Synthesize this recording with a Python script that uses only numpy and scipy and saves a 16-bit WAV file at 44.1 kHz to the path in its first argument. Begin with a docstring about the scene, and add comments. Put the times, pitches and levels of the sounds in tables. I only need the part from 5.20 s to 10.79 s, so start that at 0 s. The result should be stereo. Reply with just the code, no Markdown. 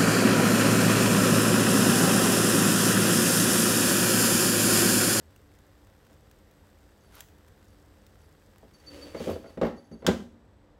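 """An air fryer basket is pushed home, heard on a stereo pair of microphones in a small tiled kitchen.
It scrapes and bumps along its rails, knocks against the catch and shuts with a sharp snap and a thud.
Before that, tongs turn the food on crinkling foil and squeak as they are lifted away.
Hot fat sizzles until the housing covers it; a low room hum lies under everything."""
import sys
import numpy as np
from scipy import signal
from scipy.fft import rfft, irfft
from scipy.io import wavfile

SR = 44100
rng = np.random.default_rng(int(sys.argv[2]) if len(sys.argv) > 2 else 0)


def unload_wav(signal):
    """Save mono or channel-first audio to the path in sys.argv[1] as 16-bit WAV at rate SR, clipped to [-1, 1]."""
    wavfile.write(
        sys.argv[1],
        SR,
        np.round(np.clip(np.atleast_2d(signal).T, -1, 1) * 32767).astype(np.int16),
    )


N = 246519
T = np.arange(N) / SR


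def amp(db):
    """Decibels to gain."""
    return 10 ** (np.asarray(db) / 20)

def unit_rms(x):
    """Scales to rms 1."""
    return x / np.sqrt(np.mean(x ** 2) + 1e-20)

def lookup(points, hz):
    """Reads a table on a log-frequency axis."""
    f, value = np.transpose(points)
    return np.interp(np.log(hz + 1), np.log(f + 1), value)

def add(mix, s, sound):
    """Mixes a sound in at time s."""
    part = mix[..., round(s * SR):][..., :sound.shape[-1]]
    part += sound[..., :part.shape[-1]]

def colour(x, spectrum, size=4096):
    """Minimum-phase filter; spectrum rows are freq_hz, gain_db."""
    gain_db = np.maximum(lookup(spectrum, abs(np.fft.fftfreq(size, 1 / SR))), -100)
    log_response = np.conj(signal.hilbert(np.log(amp(gain_db))))
    taps = np.fft.ifft(np.exp(log_response)).real[:size // 2]
    return signal.fftconvolve(x, taps[None], axes=1)[:, :x.shape[1]]

def wander(rate_hz):
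    """Random drift of rms 1."""
    return unit_rms(np.interp(T * rate_hz, np.arange(N), rng.standard_normal(N)))

def sine(hz):
    """A tone that follows a moving pitch."""
    return np.sin(2 * np.pi * np.cumsum(hz) / SR)

def ring(modes):
    """Dying sines of a struck body; neighbouring modes swing in opposite senses."""
    t = T[:SR]
    return sum((-1) ** k * amp(db - 60 * t / t60) * np.sin(2 * np.pi * hz * t)
               for k, (hz, db, t60) in enumerate(modes))

def crack(spectrum, t60_s, size=4096):
    """A burst of crowded panel modes, partly alike at both microphones, with rms 1 in its first 3 ms."""
    noise = diffuse(rng.standard_normal((2, size))) + 0.71 * rng.standard_normal(size)
    burst = colour(noise * amp(-60 * T[:size] / t60_s), spectrum)
    return burst / np.sqrt(np.mean(burst[:, :130] ** 2))

def grains(per_s, spread_db):
    """Tiny clicks at random moments, a few of them large."""
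    hits = rng.random(N) < per_s / SR
    return hits * amp(spread_db * np.minimum(rng.exponential(1, N), 4)) * rng.standard_normal((2, N))

def stroke(s, hold_s, db, rise_s, fall_s):
    """Gain of one movement: swells up to time s, holds and dies, by 20 dB in rise_s and in fall_s."""
    return amp(db - 20 * np.maximum(s - T, 0) / rise_s - 20 * np.maximum(T - s - hold_s, 0) / fall_s)


# Likeness of the room sound at the left and right microphones: freq_hz, coherence
MIC_COHERENCE = [(60, 0.93), (130, 1), (290, 0.87), (640, 0.39), (1410, 0.01), (3100, 0.05), (6820, 0.03),
                 (15000, 0.01)]
def diffuse(x):
    """Diffuse sound at the pair: alike in the bass, unrelated in the treble."""
    left, other = rfft(x)
    same = np.clip(lookup(MIC_COHERENCE, np.fft.rfftfreq(x.shape[1], 1 / SR)), 0, 1)
    right = same * left + np.sqrt(1 - same ** 2) * other
    return irfft(np.array([left, right]), x.shape[1])

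# Decay of the small tiled room: freq_hz, t60_s
ROOM_DECAY = [(80, 0.38), (230, 0.47), (500, 0.33), (1500, 0.33), (4000, 0.36), (12000, 0.43)]
def echo(x, build_s):
    """The echo off the nearby tiles, each band dying at its own speed."""
    hz, t, bands = signal.stft(diffuse(rng.standard_normal((2, SR))), SR, nperseg=256)
    decay = amp(-60 * t / lookup(ROOM_DECAY, hz)[:, None])
    tail = signal.istft(bands * decay, SR, nperseg=256)[1][:, :SR]
    tail *= 1 - np.exp(-(T[:SR] / build_s) ** 2)
    return signal.fftconvolve(x, tail / np.linalg.norm(tail[0]), axes=1)[:, :N]

def in_kitchen(x, wet_db, build_s):
    """Direct sound at the microphones plus its echo."""
    return x + amp(wet_db) * echo(x, build_s)


# Rumble and hiss all around the microphones: freq_hz, gain_db
RUMBLE_SPECTRUM = [(15, -57), (25, -36.5), (43, -1.5), (97, -1.5), (123, -14.5), (156, -6), (178, -23),
                   (198, -5), (261, -19.5), (292, -9), (320, -14), (506, -13), (666, -18), (814, -18.5),
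                   (2000, -28), (2600, -55), (4400, -120)]
AIR_SPECTRUM = [(880, -37), (1500, -13), (2090, -8), (2930, -10), (3400, -8.5), (4150, -11.5),
                (7970, -21.5), (12000, -34.5), (15600, -60.5), (22000, -120)]
# Motor tones, centred in the pair: pitch_hz, level_db
MOTOR_TONES = [(97, -69), (293, -69), (530, -73.5), (7900, -88.5)]
def room_tone():
    """Low rumble and faint hiss of the kitchen with a few wavering motor tones."""
    rumble = amp(-57) * unit_rms(colour(diffuse(rng.standard_normal((2, N))), RUMBLE_SPECTRUM))
    air = amp(-74.5) * unit_rms(colour(rng.standard_normal((2, N)), AIR_SPECTRUM))
    motor = sum(amp(db + 2 * wander(5.4)) * sine(hz * (1 + .006 * wander(30))) for hz, db in MOTOR_TONES)
    return rumble + motor + air


# Fizz of fat in the basket, wide across the pair: freq_hz, gain_db
FIZZ_SPECTRUM = [(880, -25.5), (1500, -1.5), (1980, -3.5), (2310, -10), (2630, -9), (3750, -8.5),
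                 (4300, -12.5), (4700, -8.5), (6910, -16), (7930, -10.5), (10100, -20.5), (12100, -12.5),
                 (15200, -19), (15800, -23.5)]
def sizzle(cover_s=4.2, sink_s=.6):
    """Hot fat fizzes, spits and pops, sinking in level once the housing covers the food."""
    fizz = unit_rms(colour(rng.standard_normal((2, N)), FIZZ_SPECTRUM))
    spits, pops = grains(per_s=160, spread_db=1.5), grains(per_s=90, spread_db=1.2)
    spits = unit_rms(colour(spits, [(2000, -30.5), (4500, -4), (7500, -1), (10000, -7.5), (15000, -9.5)]))
    # bigger bubbles burst lower
    pops = unit_rms(colour(pops, [(500, -22), (1100, 5), (3500, -8), (7000, -17.5)]))
    covered = 1 - np.exp(-np.maximum(T - cover_s, 0) / sink_s)
    return amp(-67 - 15 * covered) * (amp(-.5) * fizz + amp(-9.5) * spits + amp(-6) * pops)


# Loudest ticks of the foil in the open basket: start_s, level_db, treble_db
FOIL_TICKS = [(0.162, -52.5, -70), (0.388, -57, -73), (0.6709, -57.5, -74), (1.113, -52.5, -72),
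              (1.3119, -57.5, -73), (1.9531, -55, -41.5), (2.0061, -35.5, -39.5), (2.086, -55, -77),
              (2.2837, -56.5, -74), (2.866, -51.5, -78), (3.3825, -55.5, -77)]
# A tick and a drag on the foil: freq_hz, gain_db
TICK_SPECTRUM = [(600, -23), (1500, 5.5), (2200, -1.5), (3200, 2.5), (4700, -7.5), (5700, -3), (6400, 0.5),
                 (8000, -4), (12000, -10), (16000, -0.5)]
DRAG_SPECTRUM = [(240, -42), (400, -3), (761, -5), (834, -1), (1420, -1), (1560, -1), (1880, -6.5),
                 (4420, -8.5), (8670, -16), (12300, -14), (15500, -24)]
# Shivers of the jolted foil: start_s, level_db
FOIL_SHIVERS = [(4.103, -53.5), (4.455, -61)]
def foil(crinkles_per_s=5.2, tongs_out_s=3.1):
    """The tongs drag over crumpled foil and tick against it; jolts make it shiver."""
    drag = stroke(1.958, hold_s=.052, db=-50, rise_s=.067, fall_s=.033)
    rustle = drag * unit_rms(colour(grains(per_s=3200, spread_db=2), DRAG_SPECTRUM))
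    ticks = np.zeros((2, N))
    tick_treble = [(6000, -25), (11000, -3), (13000, -2), (16000, -13)]
    for s, db, treble_db in FOIL_TICKS:
        add(ticks, s, amp(db) * crack(TICK_SPECTRUM, t60_s=.017))
        add(ticks, s, amp(treble_db - 6) * crack(tick_treble, t60_s=.016))
    moments = (rng.random(N) < crinkles_per_s / SR) * (T < tongs_out_s)
    crinkles = moments * amp(-61 + 1.5 * rng.standard_normal(N))
    ticks += signal.fftconvolve(crinkles[None], crack(TICK_SPECTRUM, t60_s=.032), axes=1)[:, :N]
    for s, db in FOIL_SHIVERS:
        add(rustle, s, amp(db) * crack([(9000, -31.5), (11800, 2), (13200, -3), (15500, -20)], t60_s=.12))
    return in_kitchen(rustle, wet_db=-12, build_s=.0046) + in_kitchen(ticks, wet_db=-10, build_s=.0014)


def arm_swings(start_s=3.657, swing_hz=6.66, settle_s=.45, length_s=.056):
    """Let go, the tong arms swing and settle to a wobble, squeaking out and more faintly back."""
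    rows = []
    for age in np.arange(8) / swing_hz:
        s = start_s + age
        db = -64 + 15.5 * np.exp(-(age / settle_s) ** 4)
        rows += [(s, length_s, db), (s + .5 / swing_hz, length_s, db - 15.5)]
    return rows

# Squeaks as the grip on the tongs changes: start_s, length_s, level_db
GRIP_SQUEAKS = [(1.798, .12, -77), (2.467, 0.11, -81), (2.983, 0.12, -78), (3.529, 0.044, -62),
                (3.59, 0.033, -71)]
# Steel modes of the tongs, louder at the right microphone: pitch_hz, waver_hz, level_db
TONG_MODES = [(4567, 29, 2), (10940, 78, -18.5)]
def tongs():
    """Short dry rubs in the tongs start with a scratch and swell their steel modes into thin chirps."""
    rub, scratch = np.zeros(N), np.zeros((2, N))
    scratch_spectrum = [(4000, -24.5), (5800, -4), (6500, .5), (7500, -22.5), (12000, -26)]
    for s, length_s, db in GRIP_SQUEAKS + arm_swings():
        add(rub, s, amp(db) * np.hanning(int(length_s * SR)))
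        add(scratch, s + .007, amp(-45 + .36 * db) * crack(scratch_spectrum, t60_s=.14))
    drive = rub * amp(wander(120))
    low, high = (amp(db) * sine(hz + waver_hz * wander(240)) for hz, waver_hz, db in TONG_MODES)
    # the upper mode speaks at the lightest touch and grows only slowly with force
    tone = drive * low + amp(-31.5) * drive ** .4 * high
    return in_kitchen(tone * amp([[0], [4]]) + scratch, wet_db=-4, build_s=.013)


# The hand pushes the basket into the housing: peak_s, hold_s, strength_db
HAND_PUSHES = [(3.761, .11, -57), (3.999, 0.11, -53), (4.266, .045, -67)]
# Hiss of the rails and groan of the basket walls: freq_hz, gain_db
RAIL_SPECTRUM = [(350, -23.5), (600, 2), (915, -5.5), (1470, -12), (2640, -13.5), (3330, -13.5),
                 (3980, -17.5), (4430, -19), (5590, -21), (7540, -23), (15500, -36)]
GROAN_SPECTRUM = [(120, -18), (220, -12.5), (305, 0.5), (400, -8.5), (560, 2), (680, -7.5), (850, -13.5),
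                  (1500, -41.5)]
def rails(groan_growth=1.16):
    """The basket slides: countless small slips hiss, make its walls groan and shake the housing."""
    push = np.max([stroke(*row, rise_s=.18, fall_s=.075) for row in HAND_PUSHES], axis=0)
    slips = grains(per_s=3800, spread_db=1.5) * amp(2 * wander(120))
    hiss = amp(8) * push * unit_rms(colour(slips, RAIL_SPECTRUM))
    groan_gain = amp(-41) * (push / push.max()) ** groan_growth
    groan = groan_gain * unit_rms(colour(diffuse(slips), GROAN_SPECTRUM))
    shake = amp(1.5) * push + stroke(4.118, hold_s=.03, db=-36.5, rise_s=.04, fall_s=.045)
    shudder = shake * amp(1.3 * wander(40)) * sine(83 + 6 * wander(40))
    return in_kitchen(hiss + groan, wet_db=-1.5, build_s=.005) + shudder


# Knocks inside the housing: start_s, strength_db, chatter_s, relative_boom_db, relative_rattle_db
BASKET_BLOWS = [(0.904, -54.5, .01, -2.5, -5), (3.425, -47.5, .044, -3, -12),
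                (3.945, -26, .032, -10.5, -12.5), (4.001, -24.5, .027, -5.5, -21),
                (4.07, -20.5, .012, -5.5, -25), (4.089, -21.5, .05, -9, -16),
                (4.156, -28, .012, -12.5, -16.5), (4.24, -38.5, 0.0708, -15, -8.5),
                (4.372, -28.5, .012, -2.5, -13.5), (4.4131, -14.5, .012, -9.5, -12),
                (4.4295, -17.5, .068, -4.5, -11), (4.713, -41, .068, 6, -15),
                (4.821, -36.5, .01, -10.5, -13.5), (4.845, -32, .012, 0.5, -6),
                (4.875, -20, .012, 4, -10.5), (4.881, -14, .012, -11, -27), (4.886, -20.5, .032, 3, -5)]
def chatter(rock_hz=56.05, fade_db=-22):
    """A knocked basket rocks and strikes again, ever more weakly: one row for each contact."""
    return [(s + age, db + fade_db * (age / chatter_s) ** 2, boom_db, rattle_db)
            for s, db, chatter_s, boom_db, rattle_db in BASKET_BLOWS
            for age in np.arange(6) / rock_hz if age <= chatter_s]

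# Modes of basket and housing, near the centre of the pair: pitch_hz, level_db, t60_s
BASKET_MODES = [(301.3, -9.5, 0.13), (377, -9.5, 0.095), (434.3, -5.5, 0.089), (477, 0, 0.057),
                (539.3, 2, 0.057), (641, -8.5, 0.1), (678, -12.5, 0.048), (802, -13, .1),
                (895, -25.5, 0.038), (1070, -18, 0.07), (1140, -29.5, 0.11), (1311, -20, 0.097)]
HOUSING_MODES = [(64, -12, 0.12), (85.3, -10.5, 0.15), (190, -1.5, 0.081), (212, -8, 0.24),
                 (241.5, -7.5, 0.37), (379, -14, 0.11)]
# Loose panels, with plenty of room on them: freq_hz, gain_db
RATTLE_SPECTRUM = [(350, -27.5), (650, 9.5), (850, 1), (1100, 1), (1450, -3.5), (1900, -5), (2600, -13),
                   (3700, -16.5), (5500, -23.5), (9000, -35), (15000, -42)]
def knocks(full_force_rise_s=.0002, panel_rise_s=.0024):
    """Each contact rings the basket, booms in the housing and rattles loose panels."""
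    body, panels = np.zeros((2, 2, N))
    housing = colour(np.array([ring(HOUSING_MODES)] * 2), [(25, -16), (60, 1), (400, 5), (1200, -22.5)])
    for s, db, boom_db, rattle_db in chatter():
        # each contact spot favours other modes
        modes = [(hz, mode_db + 1.5 * rng.standard_normal(), t60) for hz, mode_db, t60 in BASKET_MODES]
        onset = 1 - np.exp(-T[:SR] * amp(db) / full_force_rise_s)  # gentler contacts build more slowly
        ringing = np.array([ring(modes) * onset] * 2)
        basket = colour(ringing, [(60, -23.5), (250, 5.5), (1200, 0), (3000, 3.5)])
        add(body, s, amp(db) * basket / abs(basket).max() * amp([[-.3], [.3]]))
        add(body, s, amp(db + boom_db - .5) * housing / abs(housing).max() * amp([[.7], [-.7]]))
        rattle = crack(RATTLE_SPECTRUM, t60_s=.049)
        rattle *= 1 - np.exp(-T[:rattle.shape[1]] / panel_rise_s)
        add(panels, s, amp(db + rattle_db) * rattle)
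    return in_kitchen(body, wet_db=-8.5, build_s=.017) + in_kitchen(panels, wet_db=-1, build_s=.0013)


# Steps of the catch, a little right of centre: start_s, level_db, treble_db
CATCH_STEPS = [(4.8658, -13.5, -30), (4.868, -25.5, -25.5)]
# The snap straight to the microphones, and the clack that also reaches the walls: freq_hz, gain_db
SNAP_SPECTRUM = [(600, -16), (1100, -8.5), (1550, -2), (1900, -17.5), (2150, 0), (2550, -21.5), (3000, -9),
                 (3600, 2), (4400, -22), (5100, -5), (6100, -14.5), (6700, -5.5), (8000, -21.5),
                 (15000, -34.5)]
CLACK_SPECTRUM = [(400, -19.5), (1050, 1), (1500, -4.5), (2500, -5.5), (3300, -0.5), (4300, -7), (5500, -9),
                  (7000, -10), (9500, -20), (15000, -26.5)]
# Modes of the steel catch and of the shut pot: pitch_hz, level_db, t60_s
SPRING_MODES = [(1190, -47, .14), (1380, -50, 0.13), (1556, -29.5, 0.13), (3020, -34, 0.13),
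                (3080, -42, 0.089), (3420, -41, 0.17), (3570, -42.5, .1)]
POT_MODES = [(233.5, -37, 0.69), (371, -34.5, 0.33), (473, -39.5, 0.42)]
def catch(shut_s=4.886):
    """The spring catch snaps in two quick steps and rings; the plastic shell clacks, the pot booms."""
    snap, rings, impulse = np.zeros((3, 2, N))
    snap_treble = [(5000, -39), (11000, 4), (16000, -2.5)]
    for s, db, treble_db in CATCH_STEPS:
        add(snap, s, amp(db - 4) * crack(SNAP_SPECTRUM, t60_s=.016))
        add(snap, s, amp(treble_db - 11) * crack(snap_treble, t60_s=.035))
    snap_s = CATCH_STEPS[0][0]
    add(snap, snap_s, amp(-28) * crack(CLACK_SPECTRUM, t60_s=.11))
    add(impulse, snap_s, amp(9) * np.ones((2, 1)))
    off_walls = echo(colour(impulse, CLACK_SPECTRUM), build_s=.0022)
    add(rings, snap_s, ring(SPRING_MODES))
    add(rings, shut_s, ring(POT_MODES))
    return snap * amp([[-1.5], [1.5]]) + off_walls + in_kitchen(rings, wet_db=-9.5, build_s=.008)


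def scene():
    """All sources at the two microphones."""
    return knocks() + catch() + foil() + rails() + tongs() + sizzle() + room_tone()

def record(dry):
    """The recorder cuts the treble above 15.9 kHz."""
    lowpass = signal.firwin(511, 15900, window=("kaiser", 9), fs=SR)
    return signal.oaconvolve(dry, lowpass[None], "same")


dry = scene()
out = record(dry)
unload_wav(out)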